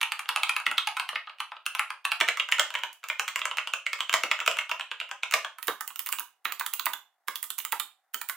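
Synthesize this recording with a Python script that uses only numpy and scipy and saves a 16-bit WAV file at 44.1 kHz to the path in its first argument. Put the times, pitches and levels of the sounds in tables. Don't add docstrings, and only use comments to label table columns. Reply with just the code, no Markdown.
import sys
import numpy as np
from scipy import signal
from scipy.fft import rfft, irfft, next_fast_len
from scipy.io import wavfile

SR = 44100
rng = np.random.default_rng(int(sys.argv[2]) if len(sys.argv) > 2 else 0)


def digitize_waveform(pressure):
    field = np.atleast_2d(pressure).T
    bounded = np.clip(field, -1, 1)
    quanta = np.round(bounded * 32767).astype(np.int16)
    wavfile.write(sys.argv[1], SR, quanta)


def rack_gain(trim_db):
    fader = np.asarray(trim_db, float)
    return 10 ** (fader / 20)


N = 368676


def rms_one(x):
    return x / np.sqrt(np.mean(x ** 2) + 1e-20)


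def at_hz(points, hz, column=1):
    points = np.array(points)
    return np.interp(np.log(np.maximum(hz, 1)), np.log(points[:, 0]), points[:, column])


def band(x, low_hz, high_hz, order=2):
    return signal.sosfilt(signal.butter(order, [low_hz, high_hz], "band", fs=SR, output="sos"), x)


def pair(mid, side, alike, axis=0):
    alike = np.clip(alike, 0, 1)
    shared = np.sqrt(1 + alike) * mid
    apart = np.sqrt(1 - alike) * side
    return np.stack([shared + apart, shared - apart], axis=axis) / np.sqrt(2)


def dying(t, t60):
    return rack_gain(-60 * t / np.maximum(t60, .002))


# frequency in Hz, relative level in dB per Hz.
ROOM_TONE = [(60, -12), (400, -22), (620, -14), (750, 0), (900, -10), (1900, -13), (2600, -26), (8000, -27),
             (16500, -25)]
# frequency in Hz, tail t60 in seconds,
# echo level in dB before each board's trim and tilt, left-right likeness from 0 to 1.
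ROOM = [(149.7, 0.13, -13.5, 1), (540, 0.28, 1, 0.94), (1280, 0.23, -2.5, 0.87), (2700, 0.29, -4, 0.66),
        (4355, 0.27, -2.5, 0.12), (7600, 0.25, -2, 0.063), (13030, 0.2, -4, 0.048)]


def room_tone():
    level_db, flicker_db, flicker_samples = -77.5, 1.5, 300
    hz = np.arange(N // 2 + 1) * SR / N
    mid, side = rfft(rng.standard_normal((2, N))) * rack_gain(at_hz(ROOM_TONE, hz))
    tone = rms_one(irfft(pair(mid, side, at_hz(ROOM, hz, column=3)), N))
    points = np.arange(N // flicker_samples + 2)
    flicker = np.interp(np.arange(N) / flicker_samples, points, rng.standard_normal(len(points)))
    return rack_gain(level_db + flicker_db * flicker) * tone


def desk_rumble(sound, board):
    low_hz, high_hz = [(60, 140), (60, 170), (70, 300)][board]
    level_db, hold_s = [-31, -32.5, -26.5][board], 0.011
    r = np.exp(-1 / (hold_s * SR))
    energy = signal.lfilter([1 - r], [1, -r], np.mean(sound ** 2, axis=0))
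    mid, side = band(rng.standard_normal((2, N)), low_hz, high_hz)
    return rack_gain(level_db) * np.sqrt(energy) * rms_one(pair(mid, side, 0.77))


BOARD_CHANGES_S = [2.15, 5.56]
# start in seconds, rattle t60 in seconds, thump level in dB before its swell and decay.
WIDE_KEYS = [(.666, 0.0072, -35), (.712, 0.016, -41.5), (2.209, 0.031, -35), (2.286, 0.013, -44.5),
             (2.582, 0.2, -49), (2.593, 0.1, -49.5), (4.128, 0.037, -47), (4.139, 0.093, -51),
             (4.236, 0.037, -35), (4.476, 0.033, -49), (5.324, 0.1, -53), (5.339, 0.071, -43.5),
             (5.681, 0.15, -27.5), (6.454, 0.63, -47), (6.866, 0.024, -47), (7.285, 0.051, -44.5),
             (7.727, 0.037, -46), (8.141, 0.031, -46)]


def thumps():
    t60_s, rise_s = .15, .006
    bands_hz = [(129, 246), (110, 510), (128, 470)]
    out, t = np.zeros(N + SR), np.arange(SR // 2) / SR
    swell = dying(t, t60_s) * (1 - dying(t, rise_s))
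    for start_s, _, thump_db in WIDE_KEYS:
        low_hz, high_hz = bands_hz[np.searchsorted(BOARD_CHANGES_S, start_s)]
        dull = rms_one(band(rng.standard_normal(len(t)), low_hz, high_hz))
        out[round(start_s * SR):][:len(t)] += rack_gain(thump_db) * swell * dull
    return out[:N]


def room_response():
    gap_s, early_t60_s, early_db = .003, 0.024, -17
    t, out = np.arange(SR // 2) / SR, 0
    edges_hz = 70 * 2 ** np.arange(0, 8.1, .5)
    white = rng.standard_normal((2, 2, len(t)))
    for k, (low, high) in enumerate(zip(edges_hz, edges_hz[1:])):
        hz = np.sqrt(low * high)
        fall = dying(t, at_hz(ROOM, hz)) + rack_gain(early_db) * dying(t, early_t60_s)
        mid, side = band(white[k % 2] * fall, low, high)
        echo = rms_one(pair(mid, side, at_hz(ROOM, hz, column=3)))
        unit_energy = np.sqrt(2 * (high - low) / SR / len(t))
        out = out + rack_gain(at_hz(ROOM, hz, column=2)) * echo * unit_energy
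    return np.pad(out, ((0, 0), (round(gap_s * SR), 0)))


def chatter(rows, t):
    touches_per_s, chatter_t60_s, chatter_db, rattle_db = 2500, 0.019, 0.5, -16
    stutter = np.tile(rack_gain(chatter_db) * dying(t, chatter_t60_s), (len(rows), 1))
    for start_s, rattle_s, _ in WIDE_KEYS:
        wide = abs(rows[:, 0] - start_s) < .004
        stutter[wide] += rack_gain(rattle_db) * dying(t, rattle_s)
    touched = rng.random(stutter.shape) < touches_per_s / SR
    return rng.standard_normal(stutter.shape) * touched * stutter + (t == 0)


# frequency in Hz, likeness from 0 to 1.
DIRECT_LIKENESS = [(800, .995), (3000, .96), (6000, .82), (15000, .8)]
# frequency in Hz, relative level in dB within its part.
BOARD_MODES = [
    [(210, 2), (420, -51.5), (640, 21), (950, -5), (1300, 11.5), (1600, -8.5), (1900, 6), (2250, 12),
     (2620, 40.5), (3000, 4), (3400, 5), (4300, -16.5), (5400, 9), (6500, 20), (9600, 35), (11000, 14),
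     (13500, 13), (15200, -5)],
    [(165, -4.5), (320, -15.5), (540, -18), (640, 9.5), (1000, -14.5), (1370, 20), (1700, 15.5),
     (2000, -21.5), (2300, 15), (2850, 22.5), (3350, -19.5), (4200, 2.5), (5000, 1.5), (7000, 21),
     (9000, 13), (11500, -32), (14500, 12.5)],
    [(200, 7.5), (330, -5.5), (430, -7), (560, -5.5), (740, 12.5), (1000, -22), (1250, 46), (1500, 39.5),
     (1750, -13), (2000, 16), (2400, 6), (3000, 14.5), (3650, 13), (4400, -13.5), (7000, -1.5), (9400, 7),
     (11500, 6), (13000, 18.5), (14800, 34.5)],
]
USUAL_CAP_HZ = 2700


def ringing_modes(rows, board, t):
    detune, spread_db = .05, 3
    ring_cycles = 16
    longest_ring_s = .07
    cap_mode_db = [42.5, 23.5, 23][board]
    hz, level_db = np.transpose(BOARD_MODES[board] + [(USUAL_CAP_HZ, cap_mode_db)])
    chance = rng.standard_normal((len(rows), 3, len(hz), 1))
    tuned = hz[:, None] * (1 + detune * chance[:, 0])
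    tuned[:, -1] = rows[:, -1:]
    turn = 2 * np.pi * tuned * t
    fall = dying(t, np.minimum(ring_cycles / hz[:, None], longest_ring_s))
    size = rack_gain(level_db[:, None] + spread_db * chance[:, 1]) * fall
    skew = np.arccos(np.clip(at_hz(DIRECT_LIKENESS, hz), 0, 1))[:, None] * chance[:, 2] / 2
    return hz, np.stack([size * np.sin(turn + skew), size * np.sin(turn - skew)], axis=1)


PART_EDGES_HZ = [
    [150, 800, 1800, 4600, 8000, 16500],
    [150, 800, 1800, 3800, 8000, 16500],
    [150, 800, 1800, 4300, 8000, 16500],
]
SNAP_DB = [-13.5, -4.5, -14, 2.5, -8]
SNAP_T60_S = [0.0091, 0.03, 0.0034, 0.013, 0.0043]


def contacts(rows, board):
    key_areas = 3
    length, body = 3072, 220
    lead = [340, 340, 240][board]
    slide_db, slide_rise_s = [-22, -23, -18.5][board], [0.12, 0.055, 0.065][board]
    t = np.arange(length) / SR
    stutter = chatter(rows, t)
    mode_hz, rings = ringing_modes(rows, board, t)
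    noise = rng.standard_normal((2, len(rows), length))
    scrape = rng.standard_normal((2, len(rows), lead)) * dying(t[lead:0:-1], slide_rise_s)
    scrape = np.pad(scrape, ((0, 0), (0, 0), (0, length)))
    edges = PART_EDGES_HZ[board]
    part_of = np.searchsorted(edges, mode_hz) - 1
    hits = np.zeros((len(rows), 2, lead + length))
    for k, (low, high) in enumerate(zip(edges, edges[1:])):
        alike = at_hz(DIRECT_LIKENESS, np.sqrt(low * high))
        gain = rack_gain(rows[:, k + 1])[:, None, None]
        noise_low = max(low, high / 2)
        ring = rings[:, :, part_of == k].sum(axis=2)
        ring = signal.fftconvolve(ring, stutter[:, None], axes=2)[..., :length]
        ring = band(ring, low, high, order=4)
        snap = pair(*noise * dying(t, SNAP_T60_S[k]), alike, axis=1)
        snap = band(snap, noise_low, high, order=4)
        both = ring / ring[..., :body].std() + rack_gain(SNAP_DB[k]) * snap / snap[..., :body].std()
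        hits[..., lead:] += gain * both / both[..., :body].std(axis=(1, 2), keepdims=True)
        slide = band(pair(*scrape, alike, axis=1), noise_low, high)
        hits += gain * rack_gain(slide_db) * slide / slide[..., :lead].std()
    out = np.zeros((key_areas, 2, N + lead + length))
    area = rng.integers(0, key_areas, len(rows))
    for start_s, k, hit in zip(rows[:, 0], area, hits):
        start = round(start_s * SR)
        out[k, :, start:start + lead + length] += hit
    return out[..., lead:N + lead]


# frequency in Hz, level difference in dB.
LEFT_SHADE = [
    [(300, 0), (2200, -0.4), (3500, -3.5), (10000, -3.5), (16000, -3)],
    [(300, 0.5), (2200, -0.9), (3500, -4.5), (10000, -4), (16000, 1.5)],
    [(300, -1), (2200, -5.5), (3500, -8), (10000, -11.5), (16000, -5)],
]


def keyboard(rows, board):
    room_db, tilt_db = [1, 1, -1.5][board], [-0.57, -0.04, 0.53][board]
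    left_lead_s = [1e-6, 1e-6, 1.5e-5][board]
    size = next_fast_len(N + SR)
    hz = np.arange(size // 2 + 1) * SR / size
    wet = rack_gain(room_db + tilt_db * np.log2(np.maximum(hz, 100) / 2000))
    heard = 0
    for direct in rfft(contacts(rows, board), size):
        heard = heard + direct + wet * direct.mean(axis=0) * rfft(room_response(), size)
    lean = rack_gain(at_hz(LEFT_SHADE[board], hz) / 2) * np.exp(1j * np.pi * hz * left_lead_s)
    sound = irfft(heard * np.stack([lean, 1 / lean]), size)[:, :N]
    return sound + desk_rumble(sound, board)


# start in seconds,
# overall level in dB, depth in dB added to the two low parts, edge in dB added to the two high parts,
# cap pitch in Hz.
STROKES = [(0.0139, -15, -14.5, -8, 2700), (0.0297, -12.5, -15, -10, 2690), (0.1198, -16, -12.5, -9, 2680),
           (0.1925, -21.5, -9.5, -5, 2630), (0.2897, -14, -9.5, -8, 2680), (0.3607, -13, -9.5, -7.5, 2670),
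           (0.4329, -10, -15, -10.5, 2600), (0.4934, -9.5, -15.5, -11.5, 2510),
           (0.5644, -12.5, -13, -11.5, 2660), (0.6002, -28, -4, -7, 2580), (0.6649, -8.5, -16, -18.5, 2110),
           (0.7131, -17.5, -9, -10, 2700), (0.78, -8.5, -17.5, -14.5, 3330), (0.8723, -15, -11, -7.5, 2700),
           (0.9682, -20, -9, -9, 2700), (0.9973, -15.5, -10.5, -10.5, 2550), (1.0898, -18.5, -14, -9, 2640),
           (1.1567, -14, -16, -27, 2130), (1.2723, -33, -5.5, -40, 3130),
           (1.4028, -18.5, -9.5, -10.5, 2800), (1.5187, -30.5, -4, -23, 2320),
           (1.6631, -14.5, -14.5, -5.5, 2700), (1.75, -19, -11, -6.5, 2700), (1.7939, -11, -10, -10, 2270),
           (1.9037, -22.5, -6.5, -11, 2560), (2.0516, -12.5, -12, -10, 2640),
           (2.1178, -12, -15, -11.5, 2730), (2.2098, -6, -14.5, -15.5, 2000),
           (2.2861, -7, -15.5, -15, 2200), (2.3981, -8, -20, -22.5, 2740),
           (2.5222, -4.5, -23.5, -16.5, 2260), (2.5952, -6.5, -13, -6.5, 3220),
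           (2.752, -12, -14.5, -22, 2920), (2.835, -15, -11, -15, 2920), (3.0392, -26, -9, -9.5, 2780),
           (3.0997, -12, -15.5, -22, 2370), (3.1954, -12.5, -9.5, -8, 2660), (3.2852, -23.5, -19, -5, 2080),
           (3.3588, -12.5, -14.5, -11, 2230), (3.416, -15, -14, -27, 2760), (3.454, -14.5, -7.5, -8, 2340),
           (3.5126, -18, -11.5, -22, 2760), (3.5833, -11, -14, -22, 2670), (3.673, -18, -14, -15, 2810),
           (3.7359, -11.5, -13, -14, 2770), (3.865, -11, -21, -19.5, 2260), (3.9308, -15, -15, -10.5, 2300),
           (4.0052, -12.5, -14.5, -14.5, 2700), (4.0949, -12.5, -13.5, -15.5, 2780),
           (4.1388, -6.5, -10.5, -7.5, 2340), (4.235, -11, -13, -12.5, 2390),
           (4.3137, -6.5, -14.5, -17, 2350), (4.4022, -15.5, -25, -15, 2700),
           (4.4762, -6.5, -11, -12, 2220), (4.5132, -16.5, -20, -12, 2590),
           (4.587, -10.5, -17.5, -17.5, 2790), (4.7141, -13, -10.5, -15.5, 2940),
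           (4.809, -18, -19.5, -20, 2650), (4.9142, -18, -12.5, -22, 2640),
           (5.001, -17.5, -24.5, -18.5, 2800), (5.0126, -18, -14, -33, 2800),
           (5.1128, -22.5, -7.5, -10, 3060), (5.2328, -12, -17.5, -17.5, 2400), (5.338, -6, -12, -8, 2190),
           (5.4468, -21.5, -5, -13, 3330), (5.585, -32, -2, -9.5, 1690), (5.6806, -12.5, -6.5, -10, 1670),
           (5.8084, -29.5, 5, 4, 2370), (5.904, -32, -6.5, -14, 2810), (5.9588, -27.5, -10, -2.5, 3000),
           (6.0014, -32.5, -8, 0, 2950), (6.0888, -29, 1.5, 3.5, 2870), (6.132, -24.5, -5.5, -17, 2930),
           (6.1859, -20, -9, -10, 2960), (6.2039, -36, 7.5, -4, 2930), (6.4533, -12, -7.5, -20, 1840),
           (6.5223, -21, -8.5, -4.5, 1950), (6.6087, -19.5, 0.5, -14, 2170), (6.6633, -18, -9, -5, 3560),
           (6.73, -31, -13, -18, 3850), (6.7958, -16.5, -8.5, -6, 3470), (6.8656, -11.5, -5.5, -24, 1920),
           (6.9341, -18, -7.5, -7.5, 3340), (7.2823, -16.5, -4, -6.5, 2290),
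           (7.3566, -20.5, -16, -4.5, 3360), (7.4404, -30, -9, -2, 3380), (7.5037, -21, -13.5, -4, 3530),
           (7.6014, -24.5, -22, -12, 2980), (7.65, -21, -8, -0.5, 2980), (7.7273, -15.5, -2, -14, 1920),
           (7.7982, -15.5, -11, -6, 3490), (8.1434, -18.5, -9, -3, 3000), (8.2142, -23, -7.5, -3, 1700),
           (8.2966, -18.5, -6, -6, 2220)]
# start in seconds, overall level in dB, sharpness in dB per part, pivoting on the middle part.
TOUCHES = [(0.257, -34.5, 1.5), (0.372, -22, 1.5), (0.887, -27, 6), (1.13, -38.5, -11), (1.296, -34, 0.5),
           (1.385, -42, 8), (1.567, -37.5, -2), (2.202, -11.5, 2.5), (2.279, -14.5, 0.0), (2.372, -15, 1),
           (2.488, -17.5, -1), (2.516, -18.5, 5.5), (2.583, -13, -1.5), (2.704, -20.5, 0.0),
           (2.74, -17.5, 1), (2.788, -24, 0.0), (2.929, -35, 9), (3.031, -33, -3), (3.086, -21.5, 7),
           (3.279, -12.5, 2), (3.392, -19.5, 3.5), (3.571, -16, 2.5), (3.989, -25, 0.5), (4.128, -10, 3),
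           (4.32, -17.5, -0.5), (4.39, -19, -3), (4.413, -21.5, -7.5), (4.462, -11, 2), (4.569, -17.5, 0.5),
           (4.61, -22, -2), (4.694, -18, 0.0), (4.796, -18, -1.5), (5.091, -31, 0.5), (5.311, -16.5, 5),
           (5.323, -13.5, 2.5), (6.121, -21.5, 2), (7.582, -20, 2)]
# start in seconds, overall level in dB, body in dB added to the three lower parts.
CLICKS = [(5.6278, -21, 4), (5.671, -19, -2), (5.877, -18.5, 0.0), (5.9928, -15, 1), (6.0614, -18.5, 3.5),
          (6.0699, -22, 8), (6.0886, -43, 0.5), (6.1256, -12, 5.5), (6.1954, -16, -4), (6.45, -21.5, 1.5),
          (6.5969, -14, 1.5), (6.736, -12.5, 1.5), (6.8568, -10, -1), (7.2764, -32, 4), (7.428, -16, -1.5),
          (7.587, -14, -3.5), (7.7221, -13.5, 6), (8.1373, -30.5, 4.5), (8.2878, -18, -0.5)]
# case thud in dB,
# plate knock in dB, cap clack in dB, stem crack in dB, spring tick in dB.
STROKE_PARTS_DB = [
    [-35, -2, -9.5, -17.5, -13],
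    [-21, -3.5, -11, -10, -16.5],
    [-36, -7.5, -14, -16.5, -7],
]
TOUCH_PARTS_DB = [
    [-29.5, -10, -6, -36, -41],
    [-41, -17, -16.5, -27.5, -32.5],
    [-53.5, -25, -26, -31, -18],
]
CLICK_PARTS_DB = [-55.5, -30.5, -23, -27, -13]


def contact_rows():
    wide_thud_db = 7
    stroke_s, stroke_db, depth, edge, cap_hz = np.transpose(STROKES)[..., None]
    touch_s, touch_db, sharp = np.transpose(TOUCHES)[..., None]
    click_s, click_db, body = np.transpose(CLICKS)[..., None]
    part = np.arange(len(CLICK_PARTS_DB))
    low, high = part < 2, part > 2
    wide = (abs(stroke_s - np.transpose(WIDE_KEYS)[0]) < .004).any(axis=1, keepdims=True)
    stroke_board = np.searchsorted(BOARD_CHANGES_S, stroke_s[:, 0])
    touch_board = np.searchsorted(BOARD_CHANGES_S, touch_s[:, 0])
    strokes = stroke_db + np.array(STROKE_PARTS_DB)[stroke_board] + depth * low + edge * high
    strokes = strokes + wide_thud_db * wide * (part == 0)
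    touches = touch_db + np.array(TOUCH_PARTS_DB)[touch_board] + sharp * (part - 2)
    clicks = click_db + np.array(CLICK_PARTS_DB) + body * ~high
    usual_cap = np.full((len(TOUCHES) + len(CLICKS), 1), USUAL_CAP_HZ)
    return np.hstack([np.vstack([stroke_s, touch_s, click_s]),
                      np.vstack([strokes, touches, clicks]),
                      np.vstack([cap_hz, usual_cap])])


def scene():
    rows = contact_rows()
    board_of = np.searchsorted(BOARD_CHANGES_S, rows[:, 0])
    boards = sum(keyboard(rows[board_of == k], k) for k in range(len(BOARD_MODES)))
    return boards + thumps() + room_tone()


def band_limit(x):
    return signal.sosfilt(signal.butter(12, 16970, fs=SR, output="sos"), x)


def record(dry):
    thin = signal.sosfilt(signal.butter(3, 400, "high", fs=SR, output="sos"), dry)
    mix = signal.sosfilt(signal.cheby2(10, 60, 17050, fs=SR, output="sos"), thin)
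    return band_limit(mix)


dry = scene()
out = record(dry)
digitize_waveform(out)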